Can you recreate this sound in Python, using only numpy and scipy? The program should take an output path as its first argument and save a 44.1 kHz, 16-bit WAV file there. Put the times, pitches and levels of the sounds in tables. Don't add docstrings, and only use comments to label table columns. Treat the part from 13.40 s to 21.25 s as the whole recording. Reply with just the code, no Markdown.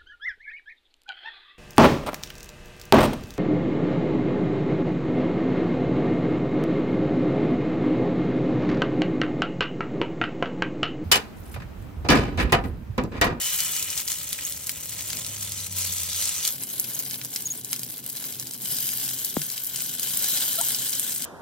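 import sys
import numpy as np
from scipy import signal
from scipy.fft import rfft, irfft, next_fast_len
from scipy.io import wavfile

SR = 44100
rng = np.random.default_rng(int(sys.argv[2]) if len(sys.argv) > 2 else 0)


def wrap_up_sound(samples):
    columns = np.atleast_2d(samples).T
    tamed = np.clip(columns, -1, 1)
    steps = np.round(tamed * 32767).astype(np.int16)
    wavfile.write(sys.argv[1], SR, steps)


N = 346273
TIME = np.arange(N) / SR
PRESSES_S, CUT_S, FILLS_S = 2.07, 3.11, 5.25
ROOM_T60_S, CUTOFF_HZ = 0.17, 15900
SIDES = np.array([[1], [-1]])


def from_db(db):
    return 10 ** (np.asarray(db) / 20)


def rms_one(x):
    return x / np.sqrt(np.mean(x ** 2) + 1e-20)


def at_hz(points, hz):
    f, value = np.transpose(points)
    return np.interp(np.log(hz + 1), np.log(f), value)


def after(s, fade_s=0.042):
    return np.clip((TIME - s) / fade_s + .5, 0, 1)


def add(track, s, sound):
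    at = max(round(s * SR), 0)
    track[..., at:at + sound.shape[-1]] += sound[..., :N - at]


def drift(rate_hz, size=N):
    r = np.exp(-40 * np.pi * rate_hz / SR)
    noise = rng.standard_normal(N // 20 + 4002)
    slow = signal.lfilter([1], [1, -2 * r, r * r], noise)[4000:]
    return np.interp(np.arange(size) / 20, np.arange(len(slow)), rms_one(slow))


def envelope(s, attack_s, hold_s, t60_s):
    age = TIME - s
    release = np.clip(age - attack_s - hold_s, 0, 2 * t60_s)
    return np.clip(age / attack_s, 0, 1) * np.exp(-np.log(1000) * release / t60_s)


def colour(x, curve):
    size = 8192
    cepstrum = irfft(np.log(from_db(curve(np.fft.rfftfreq(size, 1 / SR)))))
    cepstrum[1:size // 2] *= 2
    cepstrum[size // 2 + 1:] = 0
    response = irfft(np.exp(rfft(cepstrum)))
    response = response.reshape((1,) * (x.ndim - 1) + (-1,))
    return signal.fftconvolve(x, response, axes=-1)[..., :x.shape[-1]]


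def cut(x, hz, kind, order=2):
    return signal.sosfilt(signal.butter(order, min(hz, .45 * SR), kind, fs=SR, output="sos"), x)


def resonance(x, hz, width_hz):
    r = np.exp(-np.pi * width_hz / SR)
    zeros = np.array([1, 0, -1]) * (1 - r * r) / 2
    return signal.lfilter(zeros, [1, -2 * r * np.cos(2 * np.pi * hz / SR), r * r], x)


def stereo_noise(size):
    # frequency in Hz, likeness of left and right from -1 to 1.
    likeness = [(70, .985), (140, .87), (300, .76), (1000, .5), (2500, .05), (5000, .05), (16000, .2)]
    mid, side = rfft(rng.standard_normal((2, size)))
    alike = np.clip(at_hz(likeness, np.fft.rfftfreq(size, 1 / SR)), -.99, .99)
    return irfft(np.sqrt((1 + alike) / 2) * mid + np.sqrt((1 - alike) / 2) * side * [[1], [-1]], size)


def path(tail_db=0.0, snap_db=-1.0, snap_t60_s=0.0045, pan_db=2.0, pan_t60_s=0.021,
         corner_db=-1.0, corner_t60_s=0.066, room_db=-7.5):
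    size = SR // 4
    t = np.arange(size) / SR
    out = np.zeros((2, size))
    scatter = ((pan_db, pan_t60_s), (corner_db + tail_db, corner_t60_s), (room_db + tail_db, ROOM_T60_S))
    for db, t60_s in scatter:
        decay = np.exp(-np.log(1000) * t / t60_s)
        out += from_db(db) * stereo_noise(size) * decay / np.linalg.norm(decay)
    snap = rng.standard_normal(size) * np.exp(-np.log(1000) * t / snap_t60_s)
    snap *= from_db(snap_db) / np.linalg.norm(snap)
    snap[0] += 1
    lag = rng.integers(1, 3)
    out[0] += snap
    out[1, lag:] += snap[:-lag]
    return out / np.linalg.norm(out, axis=1, keepdims=True)


def frying():
    # start in seconds, rise in seconds, sizzle level in dB,
    # finest fizz level in dB, fade in dB per second; levels precede the trims in sizzle().
    swells = [(-1.0, 1.0, -27.6, -28.3, 8.0), (1.35, .3, -36.0, -39.5, 1.5),
              (2.32, .08, -31.0, -31.5, 14.0), (2.6, .23, -29.0, -33.0, 18.0),
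              (3.07, .06, -38.5, -33.5, 5.5), (4.7, .08, -46.0, -41.0, 9.0), (5.17, .16, -32.4, -28.0, 7.5),
              (6.27, .08, -37.0, -35.5, 3.0), (6.55, .33, -28.8, -25.8, 7.4)]
    simmer_db, simmer_fizz_db = -45.2, -39.3
    power = from_db([[simmer_db], [simmer_fizz_db]]) ** 2
    for s, rise_s, body_db, fizz_db, fade_db_per_s in swells:
        fade = from_db(-fade_db_per_s * np.maximum(TIME - s - rise_s, 0))
        swell = np.clip((TIME - s) / rise_s, 0, 1) * fade
        if s + rise_s < CUT_S:
            swell = swell * (1 - after(CUT_S))
        power = power + (from_db([[body_db], [fizz_db]]) * swell) ** 2
    return 10 * np.log10(power)


def bursts(per_s, spread_db, largest=3.5):
    born = np.flatnonzero(rng.random(N) < per_s / SR)
    size_db = spread_db * np.minimum(rng.exponential(1, len(born)), largest)
    clicks = np.zeros(N)
    clicks[born] = from_db(size_db) * rng.choice([-1, 1], len(born))
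    return rms_one(clicks)


def sizzle(fine_per_s=540, coarse_per_s=44, coarse_db=-3.8, ring_per_s=40, ring_db=-6.0, ring_width=0.15,
           sputter_db=2.8, surge_db=0.4, thinning_octaves=1.3, sizzle_db=-0.5, fizz_db=0.8, count=8):
    # frequency in Hz, relative level in dB.
    spectrum_first = [(250, -31), (500, -19.5), (800, -19), (1020, -13.5), (1500, -12), (1950, -7.5),
                      (2600, -6), (3400, -4.5), (4700, -4), (7400, 2), (10000, -0.5), (12500, -0.5),
                      (15500, 1)]
    spectrum_pressed = [(250, -31), (550, -17.5), (800, -19), (1020, -14), (1500, -14), (2400, -7.5),
                        (3300, -5), (4500, -2.5), (7000, 0.5), (9000, -0.5), (10500, -2), (13000, -4),
                        (15500, -2.5)]
    spectrum_quiet = [(250, -37), (500, -9.5), (800, -11.5), (1000, -11.5), (1250, -14), (1700, -12),
                      (2500, -10), (3300, -6), (4500, -3), (6000, -4), (7800, -2), (10000, -2),
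                      (12500, 0.5), (15500, -3)]
    spectrum_full = [(250, -36), (500, -14), (800, -15), (1000, -15), (1250, -15), (1700, -11.5),
                     (2400, -12), (3300, -4.5), (4500, -3.5), (6000, -2.5), (7800, 0), (10000, 0),
                     (13200, 5), (15500, 1.5)]
    level_db, top_db = frying()
    vigour = from_db(level_db - np.mean(level_db))
    pitches_hz = np.geomspace(3600, 14500, 3 * count)
    out = np.zeros((2, N))
    for k, lean in enumerate(np.linspace(-1, 1, count)):
        fine_rate = fine_per_s * vigour * 2 ** (-thinning_octaves * lean)
        fine = bursts(fine_rate, spread_db=5.35) * from_db(sputter_db * drift(60))
        coarse = bursts(coarse_per_s * vigour, spread_db=3.5, largest=2.8)
        rings = sum(resonance(bursts(ring_per_s * vigour, spread_db=6.5, largest=3.08), hz, ring_width * hz)
                    for hz in pitches_hz[k::count])
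        clicks = rms_one(fine) + from_db(coarse_db) * coarse + from_db(ring_db) * rms_one(rings)
        clicks = clicks / np.sqrt(vigour)
        response = colour(path(tail_db=-2.5, pan_db=1.0),
                          lambda hz: 3.2 * lean * np.log2(np.clip(hz, 2000, None) / 7000))
        out += signal.oaconvolve(clicks[None], response, axes=1)[:, :N]
    out *= from_db(surge_db * drift(32))
    pressed, quiet, full = after(PRESSES_S, fade_s=.3), after(CUT_S), after(FILLS_S)
    stages = ((1 - pressed, spectrum_first), (pressed - quiet, spectrum_pressed),
              (quiet - full, spectrum_quiet), (full, spectrum_full))
    fried = 0
    for share, spectrum in stages:
        stage = colour(out, lambda hz: at_hz(spectrum, hz))
        body = rms_one(cut(stage, 9500, "low", order=5))
        fizz = rms_one(cut(stage, 9500, "high", order=5))
        fried = fried + share * (from_db(level_db + sizzle_db) * body + from_db(top_db + fizz_db) * fizz)
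    return fried


def shifting(x, count=12):
    shift_db, rate_hz, width = 2.0, 11, .07
    out = x
    for hz in np.geomspace(2600, 13000, count):
        lift = from_db(shift_db * (drift(rate_hz) - .2)) - 1
        out = out + lift * resonance(out, hz, width * hz)
    return out


def hollows(x, waver_db=1.0, wander=0.006):
    # start in seconds, end in seconds, centre in Hz, width in Hz, mean lift in dB.
    pockets = [(-0.1, 0.5, 2975, 32, 14), (0.5, 1.2, 2975, 40, 6.5), (-0.1, 0.45, 2380, 40, 7),
               (1.55, 2.0, 650, 90, 9), (2.1, 2.4, 6020, 50, 11), (2.4, 3.05, 6020, 120, 4),
               (2.0, 3.7, 11500, 700, 3), (5.25, 5.7, 4950, 100, 7), (5.25, 7.6, 3100, 120, 2.5),
               (6.0, 8.0, 1500, 90, 2.5), (6.7, 7.3, 3980, 150, 5), (7.1, 8.0, 8300, 450, 4.5)]
    out = x.copy()
    for start, end, hz, width_hz, db in pockets:
        share = after(start, 0.046) - after(end, 0.2)
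        span = slice(*np.flatnonzero(share > 0)[[0, -1]])
        size = span.stop - span.start
        turn = np.exp(2j * np.pi * np.cumsum(hz * (1 + wander * drift(5, size=size))) / SR)
        r = np.exp(-np.pi * width_hz / SR)
        sung = 2 * np.real(turn * signal.lfilter([1 - r], [1, -r], out[:, span] / turn))
        lift_db = share[span] * (db + waver_db * drift(4, size=size))
        out[:, span] += (from_db(lift_db) - 1) * sung
    return out


def flurries():
    # middle in seconds, half length in seconds, peak change in dB.
    bumps = [(0.215, .06, 3), (0.35, .05, 2), (0.59, .04, 3.5), (0.655, .06, -6), (0.71, .06, 4.5),
             (1.08, .03, 3), (1.195, .05, -3.5), (1.725, .04, 3), (2.03, .03, 3), (2.29, .06, -2.5),
             (2.39, .06, 2), (3.07, .06, 4.5), (3.19, .06, -3), (3.275, .04, -5), (3.555, .03, 3),
             (3.6, .03, 3.5), (3.85, .03, 3.5), (3.895, .04, -3), (4.23, .05, -6), (4.34, .06, 4.5),
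             (4.77, .04, 3), (4.87, .08, 4.5), (5.172, .03, -5), (5.856, .02, 3), (5.92, .06, -3),
             (6.4, .08, 2.5), (6.632, .025, 4.5), (6.685, .04, 2.5), (7.025, .03, 3), (7.29, .04, 2.5)]
    db = np.zeros(N)
    for s, length_s, size_db in bumps:
        add(db, s - length_s, size_db * np.hanning(int(2 * length_s * SR)))
    return from_db(db)


def kitchen(deep_hum_db=-62.5, hum_db=-56.2, upper_hum_db=-66.0, overtone_db=-12.0):
    # frequency in Hz, relative level in dB.
    rush_first = [(15, -32), (25, -48.5), (75, -3), (91, -3.5), (114, -11), (163, -3), (230, -18),
                  (271, -10), (345, -18.5), (600, -15.5), (719, -27), (900, -19.5), (1170, -50),
                  (1980, -120)]
    rush_later = [(15, -95), (25, -56), (54, -34), (91, -6.5), (104, -11.5), (119, -1), (189, -4.5),
                  (259, -2.5), (350, -10.5), (438, -9), (517, -20), (900, -22.5), (1170, -38), (1980, -120)]
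    rush_first_db, rush_later_db, wander_db = -50.3, -49.7, .6
    dip_s, dip_width_s, dip_db = 6.21, .12, -7.5
    peak_s, peak_db, rise_db_per_s, fall_db_per_s = 2.45, -40.8, 16.0, 27.0
    peak_hz, sag_hz_per_s = 91.5, 23.0
    later = after(CUT_S)
    dip = dip_db * np.exp(-((TIME - dip_s) / dip_width_s) ** 2)
    level = from_db(wander_db * drift(3) + dip)
    air = stereo_noise(next_fast_len(N))[:, :N]
    rush = (1 - later) * from_db(rush_first_db) * rms_one(colour(air, lambda hz: at_hz(rush_first, hz)))
    rush += later * from_db(rush_later_db) * rms_one(colour(air, lambda hz: at_hz(rush_later, hz)))

    def hum(hz, width_hz):
        return rms_one(resonance(resonance(rng.standard_normal(N), hz, width_hz), hz, width_hz))

    hums = (1 - later) * from_db(deep_hum_db) * hum(71.7, 18)
    hums = hums + later * (from_db(hum_db) * hum(124.7, 6) + from_db(upper_hum_db) * hum(269.7, 10.3))
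    past_peak_s = TIME - peak_s
    drone_hz = peak_hz - sag_hz_per_s * past_peak_s
    drone_db = peak_db + np.minimum(rise_db_per_s * past_peak_s, -fall_db_per_s * past_peak_s)
    phase = 2 * np.pi * np.cumsum(drone_hz * (1 + 0.0046 * drift(7))) / SR
    tone = np.sin(phase) + from_db(overtone_db) * np.sin(2 * phase)
    drone = from_db(drone_db + 1.2 * drift(6.1)) * tone * np.sqrt(2)
    return level * (rush + hums) + drone * (1 - later)


def drops(count=100):
    mean_db, spread_db, follow = -9.5, 2.0, .8
    centre_hz, range_octaves, width_octaves = 9800, .7, .55
    level_db = frying()[0]
    when, size, pitch, spread = rng.uniform(-1, 1, (count, 4)).T
    s = (1 + when) / 2 * TIME[-1]
    db = mean_db + spread_db * size + follow * np.interp(s, TIME, level_db - np.mean(level_db))
    return list(zip(s, db, centre_hz * 2 ** (range_octaves * pitch), width_octaves * 2 ** (spread / 2)))


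def spits(level_db=-0.1, skirt_db=20.0, spray_db=-10.5, spray_s=.005, count=6):
    # time in seconds, relative energy in dB, centre in Hz, spread in octaves.
    loud_drops = [(0.2043, 4.5, 7200, .6), (0.3648, -1, 7040, .55), (0.3955, -3, 9500, .7),
                  (0.4264, 1.5, 8000, .7), (0.5027, -2, 6000, .7), (0.5766, 1, 6000, .85),
                  (0.6011, -4, 5900, .8), (0.6782, 0, 7600, .6), (0.6838, -1, 8000, .9),
                  (0.718, -1.5, 6500, .35), (0.9293, 2, 7600, .8), (0.9883, -7.5, 2500, .35),
                  (1.1234, -5, 6300, .5), (1.2698, -1.5, 9800, .55), (1.294, 2, 7400, 1.15),
                  (1.317, -8, 10000, .7), (1.4941, -6, 8500, .8), (1.6085, -7, 4100, .9),
                  (1.7032, -3.5, 5400, 1.15), (1.7315, -3, 5600, 1.25), (1.7701, -4, 6400, .8),
                  (1.8474, -7, 4400, .6), (1.8647, -4, 6800, .9), (2.028, -5, 7200, .5),
                  (2.1203, -4, 6500, .7), (2.2679, -6, 7600, .9), (2.8555, 2, 7160, .4),
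                  (2.8919, 1.5, 8240, .4), (3.051, 3.5, 5100, .75), (3.0763, 4, 6500, .6),
                  (3.236, -2.5, 8900, .4), (3.4437, -7, 4900, .8), (3.7107, -5.5, 5200, .9),
                  (3.7428, -5, 5300, .9), (3.8144, -8.5, 4300, .8), (3.8485, -4, 10000, .7),
                  (3.9385, -7.5, 8000, .5), (3.9607, 2, 6000, .9), (4.0227, -5.5, 10400, .6),
                  (4.247, -3, 10000, .65), (4.3301, 3.5, 6600, 1.2), (4.3624, -4, 8500, .95),
                  (4.3941, -5, 10100, .7), (4.4329, -2, 9500, .9), (4.6994, -5.5, 9300, .9),
                  (4.7285, -7, 11500, .5), (4.7695, -6.5, 6700, .8), (4.8409, -5.5, 8500, 1.4),
                  (4.9249, -8, 8000, .9), (4.9979, -2, 10100, .8), (5.0251, -9.5, 5900, .9),
                  (5.0703, -9, 7700, .7), (5.1108, -7.5, 7500, .7), (5.136, -6, 12000, .9),
                  (5.256, -12, 3700, .4), (5.3857, 0, 11000, .9), (5.4695, -1, 10000, .8),
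                  (5.4905, -2, 8500, 1.0), (5.6908, -5, 5900, .8), (5.8475, 2.5, 11000, .75),
                  (6.017, -1, 7160, 1.1), (6.101, -5.5, 7000, .9), (6.1164, -4, 8700, .8),
                  (6.1785, -6.5, 5200, .7), (6.246, -5, 10500, .6), (6.272, -2, 11500, .6),
                  (6.36, -1, 9500, .9), (6.4049, -4, 6200, 1.0), (6.5964, 1, 13000, .8),
                  (6.632, -.5, 8500, .8), (6.7727, 4.5, 13500, .5), (6.844, 1, 6000, .8),
                  (6.973, 1.5, 5500, .7), (7.213, 4, 8500, .35), (7.2854, 3, 11800, .45),
                  (7.3472, 1.5, 7200, .8), (7.4948, 0, 8540, .35), (7.5302, -4, 5200, .8),
                  (7.5529, -1, 8700, .5), (7.5965, 5.3, 9400, .4), (7.7206, -3, 8100, .8),
                  (7.8226, -3, 7800, .9)]
    out = np.zeros((2, N))
    lead = SR // 50
    for s, db, centre_hz, octaves in loud_drops + drops():
        at = np.clip(lead + rng.normal(.9, 1, count) * spray_s * SR, 0, 3 * lead - 1).astype(int)
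        spray = np.bincount(at, rng.standard_normal(count), 3 * lead)
        clicks = from_db(spray_db) * spray / np.linalg.norm(spray)
        clicks[lead] += 1
        crack = signal.fftconvolve(clicks[None], path(tail_db=-1.5, snap_db=2.0, pan_db=0.5), axes=1)
        crack = colour(crack, lambda hz: -np.minimum(
            2.54 * (np.log2((hz + 1) / centre_hz) / octaves) ** 2, skirt_db))
        crack = cut(cut(crack, 680, "high"), CUTOFF_HZ, "low", order=6)
        add(out, s - lead / SR, crack * from_db(db + level_db) / np.sqrt(np.sum(crack ** 2) / 2))
    return out


def pan_body(x):
    # centre in Hz, width in Hz, lift or dip in dB.
    bands_first = [(1040, 70, 4.5), (1150, 90, -8), (1260, 60, 5.5), (1620, 70, 3), (1740, 90, -4),
                   (1870, 70, 3), (2130, 110, 2.5), (2370, 90, 2.5), (3450, 130, 2.5), (3690, 150, -3.5),
                   (4020, 110, 2)]
    bands_later = [(1280, 200, -4), (1510, 110, 6), (1750, 100, 5.5), (1880, 120, -7), (2130, 250, 4),
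                   (2710, 80, 3), (2810, 80, -3), (3100, 170, 4), (3700, 150, -4.5), (3980, 250, 4),
                   (4370, 250, -3.5), (4880, 200, 4)]

    def shaped(bands):
        return colour(x, lambda f: sum(db / (1 + (2 * (f - hz) / width_hz) ** 2) for hz, width_hz, db in bands))

    first, later = shaped(bands_first), shaped(bands_later)
    return first + after(CUT_S) * (later - first)


def chopsticks():
    # mode frequency in Hz, T60 in seconds.
    modes = [(6560, .02), (11350, .02), (15300, .016)]
    # time in seconds, relative energy of the low, middle and high mode in dB.
    ticks = [(1.0505, -1.5, -9, -26), (2.120, -10.5, -24, -18), (3.291, -14, -37, -15),
             (3.3977, -18, 4.5, 3), (3.4015, -30, -1, -23), (3.548, -5, -17, -24), (3.591, -8, -8, 1)]
    # time in seconds, length in seconds, start in Hz, end in Hz, level in dB,
    # second harmonic relative to the first in dB.
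    squeaks = [(4.051, 0.028, 6690, 6640, -28.5, -30), (4.099, 0.028, 6650, 6760, -28.5, -21.5),
               (7.180, 0.033, 660, 790, -35.5, -3), (7.208, .013, 890, 1000, -37, -17),
               (7.22, .018, 930, 860, -54, -24)]
    out = np.zeros((2, N))
    t = np.arange(SR // 10) / SR
    for s, *levels_db in ticks:
        for (hz, t60_s), db in zip(modes, levels_db):
            ring = np.sin(2 * np.pi * hz * t) * np.exp(-np.log(1000) * t / t60_s)
            ring[0] += 2.2
            ring = cut(ring, 5500, "high", order=6)
            response = path(snap_db=-12.0, pan_db=-6.0, corner_db=-14.0, room_db=-16.0)
            heard = signal.fftconvolve(ring[None], response, axes=1)
            add(out, s, from_db(db) * heard / np.linalg.norm(heard, axis=1, keepdims=True))
    for s, length_s, start_hz, end_hz, db, second_db in squeaks:
        u = np.linspace(0, 1, int(length_s * SR))
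        waver = drift(120)[:len(u)]
        glide_hz = start_hz + (end_hz - start_hz) * u ** 3
        phase = 2 * np.pi * np.cumsum(glide_hz * (1 + 0.002 * waver)) / SR
        tone = np.sin(phase) + from_db(second_db) * (1 - u ** 6) * np.sin(2 * phase)
        tone = tone * signal.windows.tukey(len(u), .5) * from_db(1.0 * waver)
        add(out, s, from_db(db) * rms_one(tone))
    return out


def landings():
    # start in seconds, level in dB.
    thuds = [(1.71, -44.5), (5.24, -51.0)]
    attack_s, t60_s, centre_hz, width_hz = .04, 1.2, 115, 60
    rumble = rms_one(cut(resonance(rng.standard_normal(N), centre_hz, width_hz), 70, "high"))
    return rumble * sum(from_db(db) * envelope(s, attack_s, 0, t60_s) for s, db in thuds)


def knock(rest_hz=148, sweep_cycles=1.15, onset_s=.00012, settle_s=.007, left_lead_rad=.72, left_db=.4):
    start_s, attack_s = 5.9672, .001
    thump_db, thump_hold_s, thump_t60_s = -16.6, .0066, .016
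    ring_db, ring_hold_s, ring_t60_s = -36.2, .052, .08
    age = np.maximum(TIME - start_s, 0)
    sweep_hz = (age > 0) * sweep_cycles / (age + onset_s) * np.exp(-age / settle_s)
    cycles = rest_hz * age + np.cumsum(sweep_hz) / SR
    thump = from_db(thump_db) * envelope(start_s, attack_s, thump_hold_s, thump_t60_s)
    ring = from_db(ring_db) * envelope(start_s, attack_s, ring_hold_s, ring_t60_s)
    wave = np.sin(2 * np.pi * cycles + left_lead_rad / 2 * SIDES)
    wave = np.maximum(thump, ring) * wave * from_db(left_db * SIDES)
    push_db, push_s = -45.0, .002
    return wave - from_db(push_db) * age / push_s * np.exp(1 - np.minimum(age / push_s, 100))


def scene(left_first_db=0.6, left_full_db=1.0, kitchen_width=0.6):
    lean_db = left_first_db + (left_full_db - left_first_db) * after(FILLS_S)
    fried = hollows(shifting(sizzle())) * flurries()
    pan = pan_body(fried + spits()) + chopsticks() + knock() + landings()
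    low = kitchen()
    return pan * from_db(lean_db * SIDES) + kitchen_width * low + (1 - kitchen_width) * low.mean(axis=0)


def record(dry):
    return signal.sosfilt(signal.ellip(12, .1, 70, CUTOFF_HZ, fs=SR, output="sos"), dry)


dry = scene()
out = record(dry)
wrap_up_sound(out)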